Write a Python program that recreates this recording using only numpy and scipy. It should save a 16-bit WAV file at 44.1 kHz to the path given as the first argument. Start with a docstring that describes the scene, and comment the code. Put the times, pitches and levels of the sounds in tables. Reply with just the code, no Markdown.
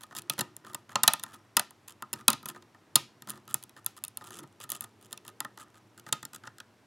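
"""Pins snap and chatter for a few milliseconds in a quiet, softly humming room, and a blade scrapes in between.
Place and distance: a lock cylinder in a wooden board, close to a camera's two microphone ports.
A steel pick works the pins; each contact is a gritty burst of force ringing pins, pick, lock body and board.
Strokes along the keyway are noisy slips coloured by steel and lock; fingers rustle on the wood.
Decaying noise tails answer from the walls; air, hum, whine and a brief hollow rush lie beneath."""
import sys
import numpy as np
from scipy import signal
from scipy.fft import rfft, irfft, next_fast_len
from scipy.io import wavfile
from scipy.ndimage import uniform_filter1d, map_coordinates

SR = 44100
rng = np.random.default_rng(int(sys.argv[2]) if len(sys.argv) > 2 else 0)


def unload_wav(signal):
    """Save mono or channel-first audio to the path in sys.argv[1] as 16-bit WAV at rate SR, clipped to [-1, 1]."""
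    wavfile.write(
        sys.argv[1],
        SR,
        np.round(np.clip(np.atleast_2d(signal).T, -1, 1) * 32767).astype(np.int16),
    )


N = 302526

# the pick lifts a pin and slips off it; levels are rms over 10 ms:
# [t/s, chatter length/s, pin tick level/dB, pick clack level/dB, lock body level/dB]
CLICKS = [(0.0347, 0.00094, -48.5, -49.5, -49.5), (0.165, 0.0053, -42, -42, -48),
          (0.1854, .0012, -40.5, -44.5, -64), (.22, 0.00042, -52, -56.5, -69),
          (0.2974, .0021, -28, -28, -37.5), (0.3908, 0.004, -32, -33.5, -35.5),
          (0.4085, .0029, -30, -33, -35.5), (0.5656, 0.00062, -43.5, -59.5, -61),
          (0.7327, 0.0022, -55, -57, -53.5), (.746, 0.0022, -35.5, -41.5, -40.5),
          (.956, .0014, -43, -25.5, -24), (1.0335, 0.0031, -20, -25, -26.5),
          (1.0776, 0.0026, -16.5, -15.5, -21.5), (1.135, 0.0013, -26, -32, -33),
          (1.196, 0.0016, -49.5, -46, -51.5), (1.23, .001, -54, -53, -53),
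          (1.2364, 0.00047, -34.5, -41, -41.5), (1.3407, 0.0052, -53, -55, -54.5),
          (1.568, 0.0025, -20, -21.5, -23.5), (1.595, 0.0015, -26.5, -30.5, -32),
          (1.7077, 0.00052, -53, -62.5, -58.5), (1.882, 0.00042, -46.5, -53, -61),
          (2.023, 0.00075, -44, -48, -37), (2.1302, 0.0019, -31.5, -41.5, -41.5),
          (2.1355, 0.0019, -37, -39, -43.5), (2.2807, 0.0016, -15, -17, -22),
          (2.3022, 0.0011, -26, -33, -38), (2.3306, 0.0012, -36, -34.5, -37.5),
          (2.4287, 0.0022, -57, -60, -50.5), (2.457, .002, -39, -44.5, -42),
          (2.4865, .004, -37.5, -44, -46), (2.623, 0.0027, -69.5, -59.5, -61),
          (2.746, 0.0017, -74, -69, -55.5), (2.9561, 0.0033, -15, -18, -28),
          (3.2214, 0.00067, -51, -52.5, -53.5), (3.2966, 0.00036, -39, -49, -51.5),
          (3.3025, 0.0015, -35.5, -47, -62), (3.5428, 0.00035, -23, -39, -39.5),
          (3.6267, 0.00072, -51, -54, -61), (3.6374, 0.00034, -45.5, -54.5, -60.5),
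          (3.694, .0006, -58, -59.5, -65), (3.846, 0.00028, -56.5, -75, -66),
          (3.8628, 0.00066, -26.5, -38.5, -44.5), (4.0386, .0004, -34, -41.5, -50.5),
          (4.049, 0.00023, -40.5, -49, -67), (4.081, 0.00051, -42.5, -56.5, -63),
          (4.1722, 0.00025, -35.5, -47.5, -52), (4.433, .004, -61, -62, -52),
          (4.7018, 0.0016, -33.5, -46.5, -60.5), (4.7186, 0.0008, -32, -40.5, -45),
          (4.808, 0.00041, -34.5, -49.5, -55.5), (4.8402, 0.00088, -46, -55.5, -51.5),
          (5.1279, 0.0018, -39.5, -42, -48), (5.1755, 0.00063, -51.5, -47.5, -64),
          (5.279, 0.0013, -47, -50, -52.5), (5.4039, 0.00064, -33, -38, -37.5),
          (5.4482, 0.0012, -50, -48, -37.5), (6.1258, 0.0026, -25.5, -26.5, -32.5),
          (6.2287, .0016, -47, -49, -45.5), (6.252, 0.00072, -41.5, -45, -51),
          (6.472, 0.0027, -69, -48.5, -43.5), (6.5833, 0.00072, -56, -56.5, -55.5),
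          (6.6016, 0.0019, -51.5, -47, -47)]
# the blade lands and slides in the keyway: [start t/s, length/s, steel rasp level/dB, lock body level/dB]
STROKES = [(.0085, .04, -57.5, -60.5), (0.11, .025, -72, -55), (0.1502, 0.053, -47.5, -51),
           (0.304, 0.043, -55, -57), (0.38, 0.038, -50, -47), (0.6476, 0.084, -63.5, -55),
           (.893, .045, -63.5, -53), (1.263, .12, -63.5, -55), (1.878, 0.055, -56.5, -61.5),
           (2.159, 0.067, -66.5, -57.5), (2.462, 0.067, -54, -54.5), (2.547, 0.041, -71.5, -56),
           (3.273, 0.057, -54, -52), (3.335, 0.055, -65, -59), (3.4777, 0.069, -54.5, -55.5),
           (3.7648, 0.037, -64.5, -56), (3.9656, 0.028, -58.5, -61), (4.21, 0.019, -70, -53),
           (4.241, 0.063, -55, -57), (4.306, 0.11, -50.5, -54), (4.602, 0.056, -52, -56),
           (4.692, 0.093, -47.5, -54), (4.809, .045, -54.5, -56.5), (5.012, 0.065, -64.5, -71),
           (5.109, 0.038, -61.5, -67), (5.25, 0.059, -59.5, -59), (5.575, 0.069, -54.5, -52.5),
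           (5.743, 0.053, -69.5, -65.5), (5.977, .03, -58, -61), (6.065, 0.033, -58, -52.5),
           (6.3328, 0.035, -50.5, -57), (6.4366, .05, -65.5, -52.5)]
# resonances of board, lock body, pick and pins: [f/Hz, width/Hz, relative level/dB]
BOARD_MODES = [(127, 24, -3), (163, 19, -9.5), (215, 22, -2), (261, 32, -6.5), (301, 35, -6),
               (357.5, 27, -3), (519, 120, -9)]
BODY_MODES = [(593, 40, -13.5), (712, 98, -15.5), (866, 73, -9), (942, 50, -7), (1037, 56, -5.5),
              (1229, 35, -1), (1257, 37, -1.5), (1356, 41, -4), (1500, 140, -11), (1803, 68, -7),
              (1950, 130, -13.5)]
PICK_MODES = [(2599, 88, 0.5), (3020, 280, -5), (3490, 130, 1.5), (3996, 84, -0.5), (4400, 380, -7),
              (4920, 110, -2.5), (5730, 330, -6.5), (6480, 210, -5.5), (7000, 440, -7.5)]
PIN_MODES = [(7350, 570, -1.5), (8380, 570, -4), (9340, 710, 1), (10070, 360, 4), (10790, 720, -1),
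             (11305, 480, 2.5), (12100, 740, -5.5), (12400, 300, -10.5), (12700, 1100, -11.5),
             (14300, 400, -21.5), (15400, 1800, -22.5)]
# resonances with the tip low at the mouth of the keyway: [f/Hz, width/Hz, relative level/dB]
BODY_MODES_SHALLOW = [(563, 85, -14), (882, 63, -3.5), (1010, 106, -7), (1250, 29, 4), (1377, 51, 3.5),
                      (1438, 150, 0.5), (1620, 140, -2), (1806, 85, -4), (1994, 116, -7)]
PIN_MODES_SHALLOW = [(7640, 520, 3.5), (8150, 420, -5), (8900, 730, -3.5), (10100, 500, -5),
                     (11050, 200, -3), (12200, 580, -5.5), (13600, 450, -13), (14800, 700, -16)]
# the lock body, damped by the pressing blade: [f/Hz, width/Hz, relative level/dB]
RUBBED_MODES = [(605, 70, -16.5), (875, 160, -7), (1045, 58, -5.5), (1227, 70, -1.5), (1383, 60, -3),
                (1580, 140, -9), (1802, 140, -8.5), (754, 910, -21.5)]
# colour of the rasping steel: [f/Hz, relative level per Hz/dB]
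RASP_COLOUR = [(1200, -14.5), (2200, -8.5), (3100, 4), (4300, -7.5), (5000, -3.5), (5700, -5), (7500, 2.5),
               (8600, -2.5), (10500, -1), (12500, -8), (14500, -16), (16000, -22.5)]
# colour of the room's air: [f/Hz, relative level per Hz/dB]
AIR_COLOUR = [(15, -58), (25, -31.5), (64, -26), (82, -17), (108, -3), (166, -16), (195, -9), (416, -15),
              (545, -20), (624, -15.5), (677, -18), (1020, -18), (1130, -20), (5730, -33.5), (12500, -40.5),
              (16000, -51)]
# reverberation, time to fall by 60 dB: [f/Hz, time/s]
ROOM_T60 = [(120, .45), (500, 0.15), (1300, 0.19), (4000, 0.31), (8000, 0.24), (15000, 0.16)]
# strength of the walls' answer: [f/Hz, level/dB]
ROOM_SEND = [(120, -11.5), (400, -3.5), (1200, -10.5), (2500, -13.5), (4000, -18.5), (6000, -18.5),
             (8000, -23), (12000, -23.5), (16000, -30)]
# stereo width of diffuse sound: [f/Hz, side over mid/ratio]
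ROOM_WIDTH = [(25, .4), (60, .1), (120, .08), (300, .2), (1200, .13), (4000, .2), (12000, .2)]
# the board's share of a knock on the lock, before leaning: [lock body level/dB, board thud level/dB]
THUD_LAW = [(-61, -64), (-50.5, -55.5), (-35.5, -45), (-23.5, -35.5)]
# how hard the hand leans on the board: [t/s, relative level/dB]
LEAN = [(0, -11), (.39, 9.5), (.73, 0), (.96, -4.5), (1.22, -4.5), (1.6, -5), (2.02, -5.5), (2.15, 6.5),
        (2.42, 3), (2.7, -3), (2.96, 6.5), (3.55, 2), (4.08, -10), (4.42, 9), (4.52, -1.5), (5.45, -4.5),
        (6.11, 4), (6.86, -10)]
# the knock that opens a stroke: [chatter length/s, level over its rasp/dB, level over its body/dB]
LANDING = (.0014, 0, 4.5)
# a pin brushed on the way, before scatter: [chatter length/s, level over the rasp/dB, level over the body/dB]
BUMP = (.0013, -1, 0)
# the hollow rush: [middle t/s, time from the middle to 1/e of the height/s]
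HOLLOW_TIME = (5.28, .33)

SHALLOW_FROM_S = 5.5  # the pick is drawn out and set in again
BUMP_SCATTER_DB = 3
GLANCING_CLACK_DB = -2.5  # pick level in light contacts, over the mean of pins and lock body
THUD_PER_LEAN = 0.77  # leaning couples the lock to the board (dB per dB)
DRAG_DB = -1  # rub of the lock body, over the stroke's lock body level
RESTING_DB = -69.5  # finger rustle while the pick is still, before leaning
SHIFTING_DB, SETTLE_S = -3, .05  # rustle over a stroke's lock body level, before leaning; its lingering
AIR_DB = -63
HOLLOW_HZ, HOLLOW_WIDTH_HZ, HOLLOW_DB = 383, 73, -65.5
WHINE_HZ, WHINE_WIDTH_HZ, WHINE_DB = 5620, 40, -86
TOP_HZ = 16200


def amp(db):
    """Decibels as an amplitude factor."""
    return 10 ** (np.asarray(db) / 20)


def unit(x):
    """x at rms 1."""
    return x / np.sqrt(np.mean(x ** 2) + 1e-20)


def along(points, hz):
    """Curve through (Hz, value) points on a log frequency axis."""
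    f, v = np.transpose(points)
    return np.interp(np.log(hz + 1), np.log(f + 1), v)


def wobble(rate):
    """A smooth random curve, rate knots a second."""
    knots = rng.standard_normal(int(N * rate / SR) + 4)
    return map_coordinates(knots, [np.arange(N) * rate / SR])


def filtered(x, response):
    """x times a complex response of frequency."""
    n = x.shape[-1]
    padded = next_fast_len(n + 4096)
    hz = np.fft.rfftfreq(padded, 1 / SR)
    return irfft(rfft(x, padded) * response(hz), padded)[..., :n]


def highpass(x, hz, order):
    """Causal low cut."""
    return signal.sosfilt(signal.butter(order, hz, "high", fs=SR, output="sos"), x)


def resonate(x, modes, scatter_db):
    """x through a bank of resonances, each at a strength that depends on the point of contact."""
    gains = amp(scatter_db * rng.standard_normal(len(modes)))

    def response(f):
        total = 0
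        for k, (gain, (centre, width, db)) in enumerate(zip(gains, modes)):
            band = 1j * f * width / (centre ** 2 - f ** 2 + 1j * f * width)
            total = total + (-1) ** k * gain * amp(db) * band  # neighbours alternate in sign
        return total

    return filtered(x, response)


def add(track, s, sound):
    """Mix a sound into the track at s seconds."""
    i = max(round(s * SR), 0)
    part = track[i:i + len(sound)]
    part += sound[:len(part)]


def widen(mid, side):
    """Left and right of a diffuse sound at two close microphone ports."""
    side = filtered(side, lambda hz: along(ROOM_WIDTH, hz))
    return np.array([mid + side, mid - side])


def room_tone():
    """Soft steady air, a faint mains hum and a thin, wavering high whine."""
    noise = rng.standard_normal((2, N))
    mid, side = unit(filtered(noise, lambda hz: amp(along(AIR_COLOUR, hz))))
    hum = amp(-73.0 + 1.3 * wobble(1.1)) * np.sin(2 * np.pi * 100 * np.arange(N) / SR)
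    whine = unit(resonate(rng.standard_normal(N), [(WHINE_HZ, WHINE_WIDTH_HZ, 0)], scatter_db=0))
    return amp(AIR_DB) * widen(mid, side) + hum + amp(WHINE_DB + 3 * wobble(3.2)) * whine


def lean_db(s):
    """The hand's weight on the board at s seconds."""
    return np.interp(s, *np.transpose(LEAN))


def friction(rate, spread_db, hiss):
    """Tiny slips at random moments and of very uneven size, over a smooth hiss; rms 1."""
    happens = rng.random(N) < rate / SR
    size = amp(spread_db * np.clip(rng.standard_normal(N), -2, 2))
    slips = happens * size * rng.choice([-1, 1], size=N)
    return unit(unit(slips) + hiss * rng.standard_normal(N))


def hands(rub):
    """Fingers rustle on board and, faintly, lock: more as they lean, and more while they move the pick."""
    keep = np.exp(-1 / (SETTLE_S * SR))
    shifting = signal.lfilter([1 - keep], [1, -keep], rub)
    effort = amp(RESTING_DB) + amp(SHIFTING_DB) * shifting
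    pressure = effort * amp(lean_db(np.arange(N) / SR) + 3.5 * wobble(25))
    wood = unit(resonate(rng.standard_normal(N), BOARD_MODES, scatter_db=9.0))
    lock = unit(resonate(friction(rate=160, spread_db=11, hiss=.5), BODY_MODES, scatter_db=1.0))
    return pressure * (amp(-7.5) * highpass(wood, 90, order=3) + amp(-11) * lock)


def strokes(taper):
    """The swell and fade of all strokes, as gains of the steel rasp and of the lock body."""
    rasp, rub = np.zeros(N), np.zeros(N)
    for s, length, rasp_db, body_db in STROKES:
        swell = signal.windows.tukey(int(length * SR), taper)
        add(rasp, s, amp(rasp_db) * swell)
        add(rub, s, amp(body_db) * swell)
    return rasp, rub


def scrapes(rasp, rub):
    """Through each stroke the blade catches and frees itself, rasping the steel and ringing the lock body."""
    # slips bunch into little rushes, about 130 a second at uneven gaps
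    times = np.cumsum(rng.uniform(.003, .012, size=N // 100))
    strengths = amp(3 * rng.standard_normal(len(times)))
    catches = np.bincount((times * SR).astype(int), strengths)[:N]
    rushes = signal.lfilter([1], [1, -np.exp(-1 / (.0009 * SR))], catches)  # each dies away in 0.9 ms
    slips = unit((rushes + .1) * friction(rate=3000, spread_db=4, hiss=.8))
    # in and around a stroke the blade trembles against the pins in sparse, faint ticks
    nearby = np.sqrt(np.abs(uniform_filter1d(rasp, SR // 4)))
    tremble = amp(-47.5) * nearby * friction(rate=49, spread_db=5, hiss=.1)

    def colour(hz):
        gain = amp(along(RASP_COLOUR, hz))
        return gain / np.sqrt(np.mean(gain ** 2))

    steel = filtered(rasp * slips + tremble, colour)
    # the heavy lock body feels the steady drag more than the single slips
    drag = .6 * slips + rng.standard_normal(N)
    body = rub * unit(resonate(drag, RUBBED_MODES, scatter_db=6.5))
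    return steel + amp(DRAG_DB) * body


def brushes(count):
    """Every stroke lands with a light knock, then bumps over count pins at chance moments; rows as in CLICKS."""
    rows = []
    for s, length, rasp_db, body_db in STROKES:
        contacts = [(s, LANDING, 0)]
        for _ in range(count):
            when = s + length * rng.uniform(.2, .8)
            contacts.append((when, BUMP, BUMP_SCATTER_DB * rng.standard_normal()))
        for when, (chatter_s, over_rasp_db, over_body_db), chance_db in contacts:
            tick_db = rasp_db + over_rasp_db + chance_db
            knock_db = body_db + over_body_db + chance_db
            clack_db = (tick_db + knock_db) / 2 + GLANCING_CLACK_DB
            rows.append((when, chatter_s, tick_db, clack_db, knock_db))
    return rows


def chatter(t, length):
    """Contact force, 1 ms into t: an impact and two rebounds in a gritty rattle, nearly even in pitch."""
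    age = t - .001
    # a brief tick stops at once, a long rattle lingers
    hold = np.exp(-np.maximum(age - length, 0) / (0.95 * length))
    force = rng.standard_normal(len(t)) * (age > 0) * hold / np.sqrt(length * SR)
    when = length * np.array([0, rng.uniform(.25, .55), rng.uniform(.7, 1)])
    force[np.searchsorted(age, when)] += [1, .7, .5] * rng.choice([-1, 1], size=3)
    # flatten the spectrum, so that all pitches are excited about alike
    spectrum = rfft(force)
    size = np.abs(spectrum)
    force = irfft(spectrum / (size + 0.12 * size.mean()) ** 0.91, len(t))
    return force * np.clip(t / .001, 0, 1) ** 5 * np.sqrt(hold)


def level(x, db):
    """x at the given rms over 10 ms."""
    return amp(db) * x * np.sqrt(SR / 100 / np.sum(x ** 2))


def steel_spray(t, tick_db, clack_db):
    """Steel summed over all directions: one sharp, smooth-spectrum blow without ringing, in a high and a lower band."""
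    blow = np.exp(-t / .00004)
    high = highpass(blow, 6400, order=2)
    lower = filtered(highpass(blow, 3000, order=3), lambda hz: 1 / (1 + 1j * hz / 8500) ** 2)
    return level(high, tick_db) + level(lower, clack_db)


def clicks():
    """Each contact rings pins, pick and lock body and pushes the board; returns near sound and wall feed."""
    near, far = np.zeros(N), np.zeros(N)
    t = np.arange(next_fast_len(SR // 7)) / SR
    for s, length, tick_db, clack_db, body_db in CLICKS + brushes(count=2):
        force = chatter(t, max(length, .0003))
        deep = s < SHALLOW_FROM_S
        pin_modes = PIN_MODES if deep else PIN_MODES_SHALLOW
        body_modes = BODY_MODES if deep else BODY_MODES_SHALLOW
        # the bare crack of the contact fills the gaps between the steel's modes
        crack = unit(highpass(force, 7900, order=2))
        pins = unit(resonate(force, pin_modes, scatter_db=3.0))
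        tick = highpass(pins + .5 * crack, 5730, order=3)
        # the pick's pitch shifts with how deep it sits in the keyway
        depth = 1 + 0.08 * rng.uniform(-0.63, 1)
        pick = resonate(force, np.multiply(PICK_MODES, [depth, 1, 1]), scatter_db=2.0)
        clack = highpass(pick, 2300, order=3)
        steel = level(tick, tick_db) + level(clack, clack_db)
        body = level(resonate(force, body_modes, scatter_db=2.0), body_db)
        thud_db = np.interp(body_db, *np.transpose(THUD_LAW)) + THUD_PER_LEAN * lean_db(s)
        board = resonate(np.exp(-t / 0.0008), BOARD_MODES, scatter_db=3.5)
        thud = level(highpass(board, 95, order=3), thud_db)
        start = s - .001  # the force has 1 ms of lead
        add(near, start, steel + body + thud)
        spray = steel_spray(t, tick_db, clack_db)
        # hard snaps carry further than light ticks
        carry = amp(np.interp(clack_db, [-38, -20], [-2, .5]))
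        add(far, start, (0.87 * spray + 0.44 * steel + body + thud) * carry)
    return near, far


def room(x):
    """The walls answer each third of a second with a fresh, nearly mono tail of decaying noise."""
    wet, block = np.zeros((2, N)), SR // 3
    for i in range(0, N, block):
        hz, t, z = signal.stft(rng.standard_normal((2, SR // 2)), SR, nperseg=256)
        t60 = along(ROOM_T60, hz)[:, None]
        decay = amp(along(ROOM_SEND, hz)[:, None] - 60 * t / t60)
        shape = decay * np.sqrt(np.log(1e6) / (t60 * SR))  # same tail energy for any decay time
        tails = signal.istft(z * shape, SR, nperseg=256)[1]
        for channel, tail in zip(wet, tails):
            add(channel, i / SR + .004, signal.fftconvolve(x[i:i + block], tail))
    return widen(*wet)


def hollow_rush():
    """A faint, narrow band of noise rises out of the quiet and sinks back."""
    middle, half = HOLLOW_TIME
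    swell = np.exp(-((np.arange(N) / SR - middle) / half) ** 2)
    band = unit(resonate(rng.standard_normal(N), [(HOLLOW_HZ, HOLLOW_WIDTH_HZ, 0)], scatter_db=0))
    return amp(HOLLOW_DB) * swell * band


def place(x):
    """The lock sits just right of centre, more so in the treble; a late treble glances off the hand."""
    def ports(hz):
        pan_db = along([(2000, 0.08), (6000, 0.2), (14000, 0.5)], hz)
        # the glance arrives 0.43 ms later, with opposite sign at the two ports
        strength = along([(1200, .01), (3000, .06), (12000, .13)], hz)
        glance = strength * np.exp(-2j * np.pi * hz * 0.00043)
        return np.array([amp(-pan_db) + glance, amp(pan_db) - glance])

    return filtered(x, ports)


def scene():
    """Close direct sound of lock and hands, the walls' answer, and the quiet of the room."""
    near, far = clicks()
    rasp, rub = strokes(taper=.5)
    rubbing = scrapes(rasp, rub) + hands(rub)
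    return place(near + rubbing) + room(far + rubbing) + room_tone() + hollow_rush()


def record(dry):
    """Tallest peaks are rounded off; nothing sounds above about 16 kHz."""
    rounded = dry / (1 + np.abs(dry / .9) ** 6) ** (1 / 6)
    return filtered(rounded, lambda hz: 1 / np.sqrt(1 + (hz / TOP_HZ) ** 160))


dry = scene()
out = record(dry)
unload_wav(out)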